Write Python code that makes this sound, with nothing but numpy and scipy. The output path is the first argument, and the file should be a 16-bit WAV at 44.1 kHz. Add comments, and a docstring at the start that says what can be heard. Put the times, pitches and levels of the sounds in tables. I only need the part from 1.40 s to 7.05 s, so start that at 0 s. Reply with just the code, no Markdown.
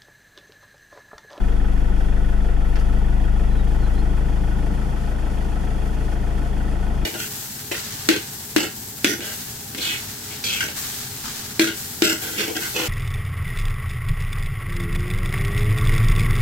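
"""A throbbing, rattling idle: a four-cylinder diesel some way off, picking up a little speed.
Each firing puffs through pipe and silencer and sets panels, block, head and valve cover ringing.
Dry palm fronds hiss in a light breeze, over a dull outdoor rumble and a faint steady whine.
One frond crackles as a bird shifts on it, and a small bird gives three thin, faint whistles."""
import sys
import numpy as np
from scipy import signal
from scipy.fft import rfft, irfft
from scipy.io import wavfile
from scipy.ndimage import uniform_filter1d

SR = 44100
rng = np.random.default_rng(int(sys.argv[2]) if len(sys.argv) > 2 else 0)


def put_to_file(sound):
    """Save the sound as 16-bit audio at rate SR, in the file named by the first command-line argument."""
    columns = np.atleast_2d(sound).T  # one column per channel
    safe = np.clip(columns, -1, 1)
    whole_steps = np.round(safe * 32767)
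    wavfile.write(sys.argv[1], SR, whole_steps.astype(np.int16))


N = 249165
TIME = np.arange(N) / SR
FREQS = np.maximum(np.arange(N // 2 + 1) * SR / N, 1)
CUTOFF_HZ = 14750

# Cylinders in firing order. Each row: exhaust puff in dB, puff lag in firing periods,
# block knock in dB, head knock in dB, other rattles in dB. Levels are relative.
CYLINDERS = [(1.5, 0.4097, 2.4, 2.3, 1), (0.5, .472, 0.7, -2.5, 1.1), (2, 0.4088, 0.1, -2.5, 1.5),
             (3, .415, 1.5, 1.5, 1.7)]


def from_db(db):
    """Decibels to gain."""
    return 10 ** (np.asarray(db) / 20)


def unit_rms(x):
    """Scale to unit power."""
    return x / np.sqrt(np.mean(x ** 2) + 1e-20)


def at_hz(points, hz):
    """Interpolate a spectrum on a log-frequency axis."""
    point_hz, value = np.transpose(points)
    return np.interp(np.log(hz), np.log(point_hz), value)


def drift(corner_hz):
    """Low-passed random wander, unit RMS."""
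    return unit_rms(irfft(rfft(rng.standard_normal(N)) / (1 + (FREQS / corner_hz) ** 2), N))


def ringing(modes):
    """Frequency response of a body with these modes."""
    return sum((-1) ** k * from_db(db) / (1 + 1j * (FREQS ** 2 - hz ** 2) / (FREQS * width_hz))
               for k, (hz, width_hz, db) in enumerate(modes))


def pan_gains(hz):
    """Left and right gains by frequency."""
    # Each row: frequency in Hz, left minus right in dB.
    balance = [(26, 6.5), (52, 4), (120, 4.5), (250, -3), (550, -1), (1100, -0.5), (2200, 1), (4500, 2.5),
               (13000, 0)]
    return from_db(np.outer([.5, -.5], at_hz(balance, hz)))


def stereo_noise(response, envelope=1, source=None):
    """Enveloped noise through a unit-power response; the channels are most alike in the bass."""
    # Each row: frequency in Hz, left-right likeness from 0 to 1.
    likeness = [(40, 1), (170, 0.84), (290, 0.67), (490, 0.01), (750, 0.51), (1400, 0.21), (3000, 0.51),
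                (7000, 0.28), (14000, 0.09)]
    if source is None:
        source = rng.standard_normal((2, N))
    mid, side = rfft(source * envelope)
    alike = at_hz(likeness, FREQS)
    pair = np.sqrt(1 + alike) * mid + np.sqrt(1 - alike) * side * [[1], [-1]]
    return irfft(pair * pan_gains(FREQS) * response / np.sqrt(np.mean(abs(response) ** 2)), N)


def pipe_gain(hz, floor_db=-50):
    """Gain of silencer and pipe for a tone: resonant peaks above a flat floor."""
    # Each row: centre in Hz, half-power width in Hz, level in dB.
    resonances = [(25.02, 2.56, -18.5), (50.83, 4.24, -19.5), (73.4, 15.3, -43), (102.3, 7.7, -36),
                  (132.1, 9.4, -37.5), (153.7, 7.9, -37.5), (184.7, 9.7, -39.5), (201.3, 9.3, -36.5),
                  (273, 5.2, -51), (289, 5.3, -47)]
    power = sum(from_db(db) ** 2 * .5 ** ((2 * (hz - centre_hz) / width_hz) ** 2)
                for centre_hz, width_hz, db in resonances)
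    return np.sqrt(power + from_db(floor_db) ** 2)


def exhaust(firing_hz, firings, waver_db=1.76, lope_db=-.3, wobble_rad=.022, smear_rad=.61, harmonics=12):
    """Firing harmonics slide through the pipe's resonances: two throb, the rest waver and lope."""
    port_rad = np.array([[-.29], [.29]])  # the left microphone port lags
    lope = np.cos(2 * np.pi * firings / len(CYLINDERS))  # unequal cylinders: one swell per cycle
    out = 0
    for k in range(1, harmonics + 1):
        gain = pipe_gain(k * firing_hz)
        phase = 2 * np.pi * k * firings
        if k == 1:  # the silencer delays the deepest tone, more as speed rises
            phase = phase - .061 - .35 * (firing_hz - firing_hz.min())
        if k > 2:  # the pipe smears each puff; high overtones lope most
            gain = gain * from_db(waver_db * drift(1.0) + lope_db * lope * 2 * k / harmonics)
            phase = phase - smear_rad * (k - 2) ** 2 + wobble_rad * k * drift(1.8)
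        out = out + pan_gains([k * firing_hz.mean()]) * gain * np.sin(phase + port_rad)
    return np.sqrt(2) * out


def rattle(firings, modes, cylinder_db, delay, rise, decay, repeat, uneven_db=.64, jitter_s=.00013):
    """Each firing rings the modes with a noise burst; delay, rise and decay are in firing periods."""
    since = (firings - delay) % 1
    firing = np.floor(firings - delay + 1).astype(int)
    cylinder = firing % len(CYLINDERS)
    force, timing = rng.standard_normal((firing.max() + 1, 2))[firing].T
    strength = from_db(cylinder_db[cylinder] + uneven_db * force)
    burst = (1 - np.exp(-since / rise)) * np.exp(-since / decay) * strength
    # A share `repeat` of each cylinder's noise power recurs every cycle, slightly early or late.
    patterns = rng.standard_normal((2, len(CYLINDERS), 2048))
    age_samples = np.round(since / np.gradient(firings) + jitter_s * SR * timing).astype(int)
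    recurring = patterns[:, cylinder, age_samples % patterns.shape[-1]]
    source = np.sqrt(repeat) * recurring + np.sqrt(1 - repeat) * rng.standard_normal((2, N))
    return stereo_noise(ringing(modes), unit_rms(burst), source)


def chug(firing_hz, firings, level_db=-42, load_db_per_hz=1.0, surge_db_s_per_hz=.56,
         uneven_db=1.5, jitter_s=.00036, soft_hz=480, fuel_lag_s=.1):
    """Soft puffs ring the silencer box and its shell drums; both grow with speed and acceleration."""
    # Hollow modes of the box. Each row: centre in Hz, width in Hz, relative level in dB.
    box_modes = [(205, 34, 0.5), (220.6, 11.4, 3), (289.5, 35, -3.5), (354, 62, -9.5), (423.5, 52.6, -5.5)]
    puff_db, lag, _, _, other_db = np.transpose(CYLINDERS)
    firing = np.arange(int(firings[-1]))
    cylinder = firing % len(CYLINDERS)
    force, timing = rng.standard_normal((len(firing), 2)).T
    starts_s = np.interp(firing + lag[cylinder], firings, TIME) + jitter_s * timing
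    puffs = np.zeros(N)
    puffs[np.clip((starts_s * SR).astype(int), 0, N - 1)] = from_db(puff_db[cylinder] + uneven_db * force)
    response = ringing(box_modes) * pan_gains(FREQS) / (1 + 1j * FREQS / soft_hz) ** 2
    box = unit_rms(irfft(rfft(puffs) * response, N))
    shell = rattle(firings, box_modes, other_db, delay=.55, rise=.084, decay=.48, repeat=.82)
    climb_hz_per_s = uniform_filter1d(np.gradient(firing_hz) * SR, size=int(fuel_lag_s * SR))
    effort_db = load_db_per_hz * (firing_hz - firing_hz.mean()) + surge_db_s_per_hz * climb_hz_per_s
    return from_db(level_db + effort_db) * (box + shell)


def clatter(firing_hz, firings, panel_db=-44.5, block_db=-48, head_db=-52, tappet_db=-57.5,
            settle_db_per_hz=-.24):
    """Loose panels drum; block and head knock and tappets tick, softening as the idle rises."""
    # Modes of each part. Each row: centre in Hz, width in Hz, relative level in dB.
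    panel_modes = [(286, 29, 0.5), (472.4, 36, 0), (632, 13, 0.5), (691, 38, 1), (767, 79, -2.1),
                   (829, 45, 1), (928.7, 24, -1)]
    block_modes = [(1318, 22, 8), (1385, 8.9, 5), (1470, 49, 6)]
    head_modes = [(1776, 90, 3.5), (1940, 6.3, 8), (2467, 24, -3)]
    valve_cover_modes = [(2095, 98, 1), (2660, 144, 0), (3243, 34, 8.5), (3370, 70, 5)]
    _, _, block_knock_db, head_knock_db, other_db = np.transpose(CYLINDERS)
    panels = rattle(firings, panel_modes, other_db, delay=.21, rise=.073, decay=.69, repeat=.56)
    block = rattle(firings, block_modes, block_knock_db, delay=.18, rise=.18, decay=.37, repeat=.28)
    head = rattle(firings, head_modes, head_knock_db, delay=.19, rise=.15, decay=.23, repeat=1.0)
    tappets = rattle(firings, valve_cover_modes, other_db, delay=.24, rise=.3, decay=.23, repeat=.77)
    knocks = from_db(block_db) * block + from_db(head_db) * head + from_db(tappet_db) * tappets
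    settle = from_db(settle_db_per_hz * (firing_hz - firing_hz.mean()))
    return from_db(panel_db) * panels + settle * knocks


def hum(firing_hz, load_db_per_hz=3.7, waver_db=1.6, wander_hz=1.08):
    """Thin engine tones of near-constant pitch, louder as the idle rises."""
    # Each row: frequency in Hz, level at mean speed in dB.
    tones = [(593.5, -57), (695, -54)]
    load_db = load_db_per_hz * (firing_hz - firing_hz.mean())
    out = 0
    for hz, db in tones:
        gain = from_db(db + load_db + waver_db * drift(.91))
        pitch_hz = hz + wander_hz * drift(6.2)
        out = out + gain * np.sin(2 * np.pi * np.cumsum(pitch_hz) / SR)
    return np.sqrt(2) * out


def whine(hz=8695, level_db=-77, wander_hz=6):
    """A faint, steady high tone."""
    pitch_hz = hz + wander_hz * drift(13)
    return from_db(level_db) * np.sqrt(2) * np.sin(2 * np.pi * np.cumsum(pitch_hz) / SR)


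def rumble(level_db=-37, rolloff_hz=6000):
    """Dull, steady noise of the open air."""
    # Each row: frequency in Hz, relative density in dB.
    spectrum = [(8, -8), (20, -14.5), (34, 3.5), (70, -13), (120, -3.5), (200, -6), (260, -9.5),
                (400, -10.5), (560, -16.5), (820, -18.5), (1080, -20.5), (1500, -32), (2200, -30.5),
                (3300, -31.5), (4500, -46.5)]
    response = from_db(at_hz(spectrum, FREQS)) / (1 + (FREQS / rolloff_hz) ** 4)
    return from_db(level_db) * stereo_noise(response)


def frond_hiss(calm_db=-54, gust_db=3, gust_peak_s=4.2, gust_half_width_s=2, flutter_db=1.0):
    """Dry fronds hiss in the breeze, swelling as one soft gust passes."""
    # Each row: frequency in Hz, relative density in dB.
    spectrum = [(1000, 3), (2500, 3), (4500, 1), (6000, -1), (8500, -2), (11000, -3.5), (12500, -6.5),
                (14500, -25)]
    breeze_db = calm_db + gust_db * np.exp(-((TIME - gust_peak_s) / gust_half_width_s) ** 2)
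    return stereo_noise(from_db(at_hz(spectrum, FREQS)), from_db(breeze_db + flutter_db * drift(23)))


def frond_crackles(grain_db=4.0, pivot_hz=2500):
    """Dry fibres give way in quick, dying runs of tiny snaps; thinner fibres sound brighter."""
    # Each row: start in seconds, level in dB, rise in seconds, decay in seconds, tilt in dB per octave.
    crackles = [(0.376, -39, .001, 0.0069, -2), (0.604, -45, .004, .015, 3), (1.291, -51, .008, .014, 22),
                (1.356, -35.5, .001, .019, 1.5), (1.36, -35.5, 0.00045, 0.0038, 4),
                (1.385, -41, 0.014, 0.024, 11.5), (4.44, -49, .02, .042, 19)]
    # Each row: frequency in Hz, relative density before tilt in dB.
    spectrum = [(700, -16), (1500, 12), (2500, 6), (3900, -1), (5000, -3), (7500, -16), (12000, -25),
                (15000, -41)]
    octaves = np.log2(np.clip(FREQS, spectrum[0][0], CUTOFF_HZ) / pivot_hz)
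    grain = unit_rms(from_db(grain_db * drift(1100)))
    out = 0
    for start_s, db, rise_s, decay_s, tilt_db_per_octave in crackles:
        age_s = np.maximum(TIME - start_s, 0)
        envelope = from_db(db) * (1 - np.exp(-age_s / rise_s)) * np.exp(-age_s / decay_s)
        colour_db = at_hz(spectrum, FREQS) + tilt_db_per_octave * octaves
        out = out + stereo_noise(from_db(colour_db), envelope * grain)
    return out


def bird(gain_db=3.0, swell_share=.7, quaver_hz=170, flicker_db=4, pan_db=1):
    """Thin whistles swell, glide and fade; rasp makes the pitch quaver and the level flicker."""
    # Each row: start in seconds, length in seconds, start pitch in Hz, end pitch in Hz,
    # glide exponent (over 1 bends late), relative level in dB, rasp from 0 to 1.
    whistles = [(2.095, .13, 3990, 3600, 4, -49, .35), (2.395, .088, 4560, 4050, .5, -51, .6),
                (2.545, .076, 3920, 4300, 1.0, -50.3, .55)]
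    out = 0
    for start_s, length_s, start_hz, end_hz, bend, db, rasp in whistles:
        along = np.clip((TIME - start_s) / length_s, 0, 1)
        pitch_hz = start_hz + (end_hz - start_hz) * along ** bend + rasp * quaver_hz * drift(500)
        swell = np.sqrt(np.interp(along, [0, swell_share, 1], [0, 1, 0]))
        gain = from_db(gain_db + db + rasp * flicker_db * drift(120))
        out = out + swell * gain * np.sin(2 * np.pi * np.cumsum(pitch_hz) / SR)
    return out * from_db([[pan_db], [-pan_db]])


def scene():
    """One speed curve drives the engine; whine, air, fronds and bird are added."""
    # Each row: time in seconds, firing rate in Hz.
    engine_speed = [(0.0, 24.892), (1.4, 24.872), (1.58, 25.517), (2.1, 25.65), (3.1, 26.401),
                    (3.55, 26.875), (4.4, 26.794), (5.65, 26.749)]
    firing_hz = np.interp(TIME, *np.transpose(engine_speed))
    firings = .31 + np.cumsum(firing_hz) / SR  # running count, starting mid-period
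    high_tone = whine()
    engine = (exhaust(firing_hz, firings) + chug(firing_hz, firings)
              + clatter(firing_hz, firings) + hum(firing_hz))
    return engine + high_tone + rumble() + frond_hiss() + frond_crackles() + bird()


def record(dry, fade_s=.003):
    """Fade the ends, apply the camera's two narrow notches against motor noise, cut the top."""
    # Each row: centre in Hz, width in Hz, gain at the centre in dB.
    notches = [(3940, 320, -13), (7870, 190, -22)]
    dry = dry * np.clip(np.minimum(TIME, TIME[-1] - TIME) / fade_s, 0, 1)
    for hz, width_hz, depth_db in notches:
        notched = signal.lfilter(*signal.iirnotch(hz, hz / width_hz, fs=SR), dry)
        dry = notched + from_db(depth_db) * (dry - notched)
    return signal.sosfilt(signal.ellip(10, .1, 80, CUTOFF_HZ, fs=SR, output="sos"), dry)


dry = scene()
out = record(dry)
put_to_file(out)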